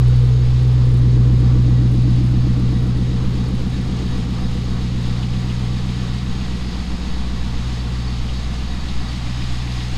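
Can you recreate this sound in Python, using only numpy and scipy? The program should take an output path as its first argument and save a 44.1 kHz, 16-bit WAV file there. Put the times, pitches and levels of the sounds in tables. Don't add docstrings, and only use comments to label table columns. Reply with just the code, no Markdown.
import sys
import numpy as np
from scipy import signal
from scipy.fft import rfft, irfft
from scipy.io import wavfile
from scipy.ndimage import uniform_filter1d

SR = 44100
rng = np.random.default_rng(int(sys.argv[2]) if len(sys.argv) > 2 else 0)


def inscribe(sig):
    pcm = np.round(np.clip(np.atleast_2d(sig).T, -1, 1) * 32767)
    wavfile.write(sys.argv[1], SR, pcm.astype(np.int16))


def convert_level_to_amplitude(level_db):
    exponent = np.asarray(level_db, float) / 20
    return 10 ** exponent


N = 439677
T = np.arange(N) / SR

# (time [s], rate [firings/s])
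FIRING_RATE = [(0.0, 61.49), (0.66, 61.96), (1.33, 61.38), (1.99, 61.49), (2.66, 61.59), (3.32, 61.95),
               (3.99, 61.13), (4.65, 60.59), (5.32, 61.38), (5.98, 61.13), (6.65, 61.38), (7.31, 61.0),
               (7.98, 60.87), (8.64, 61.23), (9.31, 60.97), (9.97, 61.18)]
# (lag in long pipe, silencer, tips [ms]; share in the same three [1])
CYLINDERS = [(2.48, 4.24, -1.36, -0.21, -0.59, 0.83), (0.46, 1.79, -6.65, 0.67, 0.66, -0.68),
             (5.34, 5.35, 4.62, -0.51, 0.28, -0.43), (4.98, -0.81, 2.46, 0.12, -0.27, 0.23),
             (4.68, 4.08, 6.06, 0.77, 0.37, -0.19), (5.4, 6.24, 5.22, 0.36, -0.78, -0.35),
             (-3.65, -5.7, 3.02, 0.36, 0.54, 0.48), (-4.4, -3.56, -7.64, 0.63, 0.16, -0.46)]
# (centre [Hz], width [Hz], part [0 long pipe, 1 silencer, 2 tips])
PIPE_MODES = [(38.4, 10.0, 0.0), (53.8, 35.0, 0.0), (83.2, 35.0, 0.0), (104.5, 16.8, 0.0),
              (150.0, 11.2, 0.0), (182.0, 18.8, 1.0), (202.8, 10.0, 1.0), (228.4, 28.3, 1.0),
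              (239.6, 10.0, 1.0), (282.4, 10.0, 2.0), (317.3, 28.8, 2.0), (370.8, 10.0, 2.0),
              (422.4, 34.4, 2.0), (492.8, 10.0, 2.0)]
PIPE_MODE_DB = [-0.2, -.3, -1.7, 0, 0.2, -0.7, 0.6, 0.95, 2.5, 0.04, 0.1, -0.7, 1.5, -2]
# (left gain [1], left lag [ms], right gain [1], right lag [ms])
MODE_SIDES = [(17.81, 0.75, -7.52, 4.96), (4.95, -6.12, -5.33, -6.08), (2.38, 2.56, 0.21, -4.0),
              (-11.07, 0.66, -3.63, -0.79), (-4.8, -7.82, -15.25, 0.04), (3.89, 1.58, 12.9, 4.52),
              (12.85, 8.05, 22.71, 0.58), (2.56, -7.58, -11.15, 4.48), (11.41, -0.84, 12.58, 4.41),
              (13.3, -2.58, 7.37, -6.96), (-5.3, -2.92, 4.66, 0.52), (7.47, -0.09, 5.27, -1.07),
              (2.32, -7.53, -0.4, 6.68), (-2.93, 1.73, -2.22, -5.21)]
# (level [dB], easing of the 1.5 dB per dB fall-off [dB per dB of
BURBLE_GAIN = [(2.0, 0.64), (2.5, 0.59), (3.0, 0.32)]
# (time [s], level [dB])
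LOPE = [
    (0, -4),
    (.5, -3.5),
    (1.2, 0),
    (2.1, 2),
    (3.2, -0.5),
    (4.4, .3),
    (5.8, 0.5),
    (7.2, 1.5),
    (8.4, 1.2),
    (9.5, 3.5),
]
LOPE_SHARE = (0.13, 0.54, 2)
# (left level [dB], left lag [turns], right level [dB], right lag [turns])
DRONE_SIDES = [(-11.669, 0.113, -15.386, -0.302), (-8.29, -0.163, -13.755, 0.379),
               (-25.601, 0.283, -28.301, -0.137)]
# (level [dB], lag [turns], phase slide [turns/s])
NEAR_WALLS = [(-25.677, -0.403, -0.074), (-30.035, 0.306, 0.22), (-32.848, -0.264, 0.084)]
# (level [dB], lag [turns], phase slide [turns/s])
FAR_WALLS = [(-38.914, 0.417, -0.324), (-28.215, -0.068, -0.249), (-42.734, -0.492, 0.283)]
# (time [s], nearness of tips [dB], right tips against left [1], extra path [ms])
WALK = [(0.0, -0.12, 0.15, -1.08), (0.5, -0.45, 0.51, 0.34), (1.2, 2.93, 0.85, -0.15),
        (2.0, 1.79, 0.98, -0.58), (2.8, 0.87, 1.16, -0.18), (3.8, -2.82, 1.52, -0.19),
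        (4.8, -5.39, 1.51, -0.87), (5.8, -7.46, 1.4, -0.26), (7.0, -10.81, 2.28, 0.11),
        (8.0, -11.19, 1.57, 1.16), (9.0, -12.3, 1.72, 2.45), (9.97, -13.43, 0.8, 4.29)]
# (frequency [Hz], density [dB per Hz])
GAS_SPECTRUM = [(300, -22), (355, 3), (383, -2.5), (415, -3.5), (440, 1.5), (462, 0), (492, 0.5),
                (540, -8.5), (580, -25), (640, -30), (810, -51.5)]
# (frequency [Hz], density [dB per Hz])
FAN_SPECTRUM = [(330, -42), (560, 1.5), (596, -1.5), (729, 3.5), (1050, 3), (1140, 4.5), (1410, -1),
                (1600, -2), (2080, -12.5), (3520, -120)]
# (frequency [Hz], density [dB per Hz])
GEAR_SPECTRUM = [(820, -43), (1400, -11.5), (1840, -5.5), (1970, 0.5), (2140, -0.5), (3290, 0.5), (3830, 0),
                 (4230, 0), (4400, -2), (5120, -3), (5780, -9.5), (6720, -8), (7280, -13.5), (7890, -13.5),
                 (15500, -38)]
# (centre [Hz], width [Hz], level [dB])
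PULLEYS = [(741, 45, -13.5), (1135, 26, -18.5), (1745, 30, -15), (1920, 20, -15.5), (3812, 56, -11.5),
           (3500, 43, -18), (4490, 34, -12.5), (5000, 60, -16), (6560, 150, -19.5)]
# (time [s], peak [dB], centre [Hz])
TICKS = [(3.921, -24, 3340), (4.575, -25, 3090), (5.2285, -18, 3020), (5.3348, -25, 2680),
         (5.4994, -19, 2780), (5.8894, -22, 3700), (6.4094, -20, 3050), (6.534, -27, 3020),
         (7.8403, -40, 3200), (8.2872, -18, 3100), (8.886, -18, 3780), (9.1128, -22, 3500),
         (9.26, -34, 2640), (9.4194, -19, 2610), (9.6749, -20.5, 2600), (9.8051, -20, 3070)]
# (time [s], peak [dB], centre [Hz])
DROPLETS = [(0.0478, -43.5, 8610), (0.08, -31, 8900), (0.288, -49, 7800), (0.4035, -46, 8100),
            (0.4349, -49, 8630), (0.627, -38, 8900), (0.7916, -48, 9040), (0.8545, -40, 7900),
            (0.9338, -44, 9220), (1.0176, -46, 8200), (1.1134, -40, 7960), (1.1927, -44, 7550),
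            (1.277, -46, 7930), (1.3409, -42, 9000), (1.3718, -52.5, 8100), (1.4042, -34, 8800),
            (1.716, -57, 7810), (1.8956, -40, 8150), (2.1844, -44, 7860), (2.6429, -52, 7770)]
# (frequency [Hz], density [dB per Hz])
HALL_SPECTRUM = [(34, -18.5), (48, -12.5), (90, -20), (140, 8), (250, 2.5), (350, -5.5), (600, -31)]
# (frequency [Hz], density [dB per Hz])
SWAY_SPECTRUM = [(0.59, -31), (1.0, 7), (16, -8), (25, 13), (32, -37), (55, -120)]


def level(x, db):
    return x * convert_level_to_amplitude(db) / np.sqrt(np.mean(x ** 2))


def curves(table):
    s, *columns = np.transpose(table)
    return [np.interp(T, s, c) for c in columns]


def ring(x, hz, width_hz):
    return signal.lfilter(*signal.iirpeak(hz, hz / width_hz, fs=SR), x)


def ring_twice(x, hz, width_hz):
    return ring(ring(x, hz, width_hz), hz, width_hz)


def colour(spectrum):
    hz, db = np.transpose(spectrum)
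    log_hz = np.log(np.fft.rfftfreq(N, 1 / SR) + 1e-9)
    gain = convert_level_to_amplitude(np.interp(log_hz, np.log(hz), db, left=-90, right=-90))
    return level(irfft(rfft(rng.standard_normal(N)) * gain, N), 0)


def wander(rate_hz):
    hold = int(SR / rate_hz)
    steps = np.repeat(rng.standard_normal(N // hold + 1), hold)
    smooth = uniform_filter1d(uniform_filter1d(steps, hold), hold)
    return level(smooth[:N], 0)


def pulses(times_s, size):
    at = np.clip(times_s * SR, 0, N - 2)
    whole = at.astype(int)
    part = at - whole
    return np.bincount(whole, size * (1 - part), N) + np.bincount(whole + 1, size * part, N)


def distance_gain(near_db, tips_db, slope):
    return convert_level_to_amplitude(tips_db + slope * near_db)


def passing(centre_s, half_s, db):
    return convert_level_to_amplitude(db * np.exp(-((T - centre_s) / half_s) ** 2))


def flank_opening():
    return passing(4.1, 2.2, 1.1)


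def delay(lag_turns):
    return np.exp(-2j * np.pi * lag_turns)


def drone(turns):
    near_db, right, _ = curves(WALK)
    lag_turns = 0.1
    out = 0
    for harmonic, (sides, *walls) in enumerate(zip(DRONE_SIDES, NEAR_WALLS, FAR_WALLS), 1):
        left_db, left_lag, right_db, right_lag = sides
        direct = convert_level_to_amplitude(left_db) * delay(left_lag) + right * convert_level_to_amplitude(right_db) * delay(right_lag)
        echoes = sum(convert_level_to_amplitude(db) * delay(lag + slide * T) for db, lag, slide in walls)
        heard = convert_level_to_amplitude(near_db) * direct + echoes
        line = (heard * delay(harmonic * (lag_turns - turns))).real
        out = out + convert_level_to_amplitude(0.5 * wander(14)) * line
    return out


def burble(turns):
    firing = np.arange(int(turns[-1]))
    fired_s = np.interp(firing, turns, T)
    cylinder = np.array(CYLINDERS)[firing % 8]
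    chance = rng.standard_normal((len(firing), 4))
    near_db, right, path_ms = (np.interp(fired_s, T, c) for c in curves(WALK))
    lope_db = np.interp(fired_s, *np.transpose(LOPE))
    out = 0
    for (hz, width_hz, part), sides, mode_db in zip(PIPE_MODES, MODE_SIDES, PIPE_MODE_DB):
        part = int(part)
        left_gain, left_ms, right_gain, right_ms = sides
        blow_s = fired_s + (cylinder[:, part] + path_ms + 0.04 * chance[:, 0]) / 1000
        part_db, easing = BURBLE_GAIN[part]
        size = cylinder[:, part + 3] + 0.06 * chance[:, part + 1]
        size = size * convert_level_to_amplitude(part_db + (1.5 - easing) * near_db + LOPE_SHARE[part] * lope_db)
        left_blow = pulses(blow_s + left_ms / 1000, size * left_gain)
        right_blow = pulses(blow_s + right_ms / 1000, size * right * right_gain)
        out = out + convert_level_to_amplitude(mode_db) * ring(left_blow + right_blow, hz, width_hz)
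    pole = np.exp(-2 * np.pi * 400 / SR)
    return 2.86 * signal.lfilter([(1 - pole) ** 2], [1, -2 * pole, pole ** 2], out)


def gas_rush(beat, near_db):
    shade = passing(2.25, 0.54, -7) * passing(9.35, 0.3, -5.5)
    pulsing = convert_level_to_amplitude(0.36 * beat + 0.37 * wander(16))
    return distance_gain(near_db, -38, 0.65) * shade * pulsing * colour(GAS_SPECTRUM)


def spray(turns, near_db):
    firing = np.arange(int(turns[-1]))
    late_turns = rng.uniform(0, 1, len(firing))
    strength = rng.exponential(size=len(firing))
    spit_s = np.interp(firing + late_turns, turns, T)
    fade = np.exp(-np.arange(1024) / SR / 0.004)
    out = 0
    for hz, db in ((8700, 1.0), (10500, -5.5), (13000, -5.5)):
        own = rng.standard_normal(len(firing))
        spits = pulses(spit_s, convert_level_to_amplitude(np.minimum(3 * strength, 8) + 2.5 * own))
        puffs = np.convolve(spits, fade)[:N]
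        out = out + level(ring_twice(puffs * rng.standard_normal(N), hz, hz * 0.3), db)
    fits = convert_level_to_amplitude(1.8 * wander(10))
    return distance_gain(near_db, -65, 0.51) * convert_level_to_amplitude(-3.5) * flank_opening() * fits * out


def fan(beat, near_db):
    pulsing = convert_level_to_amplitude(0.34 * beat + 0.85 * wander(16))
    return distance_gain(near_db, -43, -0.11) * pulsing * colour(FAN_SPECTRUM)


def pulleys(lap):
    out = 0
    for hz, width_hz, db in PULLEYS:
        tone = level(ring(rng.standard_normal(N), hz, width_hz), 0)
        out = out + convert_level_to_amplitude(db + 2.2 * lap + 1.2 * wander(9)) * tone
    return out


def valve_gear(beat, near_db):
    belt_hz, start_turns = 3.02, 0.36
    lap = np.cos(2 * np.pi * (belt_hz * T - start_turns))
    clatter = convert_level_to_amplitude(0.25 * beat + 0.59 * wander(23) + 0.034 * lap) * colour(GEAR_SPECTRUM)
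    opening = flank_opening() * passing(9.85, 0.59, 1.5)
    return distance_gain(near_db, -42, -0.34) * opening * convert_level_to_amplitude(-1.3) * (clatter + pulleys(lap))


def taps(events, fade_s):
    out = np.zeros(N + 2048)
    t = np.arange(2048) / SR
    for s, db, hz in events:
        strike = rng.standard_normal(len(t)) * np.exp(-t / fade_s)
        burst = ring_twice(strike, hz, hz * 0.35)
        out[int(s * SR):][:len(t)] += convert_level_to_amplitude(db) * burst / np.abs(burst).max()
    return out[:N]


def hall_hum(near_db):
    return level(colour(HALL_SPECTRUM) * distance_gain(near_db, 0, 0.11), -39)


def hand_sway():
    lowpass = signal.butter(6, 16, fs=SR, output="sos")
    return level(signal.sosfilt(lowpass, colour(SWAY_SPECTRUM)), -26.0)


def scene():
    turns = np.cumsum(curves(FIRING_RATE)[0]) / SR
    beat = np.cos(2 * np.pi * turns)
    near_db = curves(WALK)[0]
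    exhaust = drone(turns) + burble(turns) + gas_rush(beat, near_db) + spray(turns, near_db)
    bay = fan(beat, near_db) + valve_gear(beat, near_db)
    small = convert_level_to_amplitude(-10) * taps(TICKS, 0.013) + convert_level_to_amplitude(-8) * taps(DROPLETS, 0.004)
    return (exhaust + bay + small + hall_hum(near_db) + hand_sway())[None]


def top_cut(x):
    return signal.sosfilt(signal.butter(12, 15630, fs=SR, output="sos"), x)


def record(dry):
    return top_cut(dry)


dry = scene()
out = record(dry)
inscribe(out)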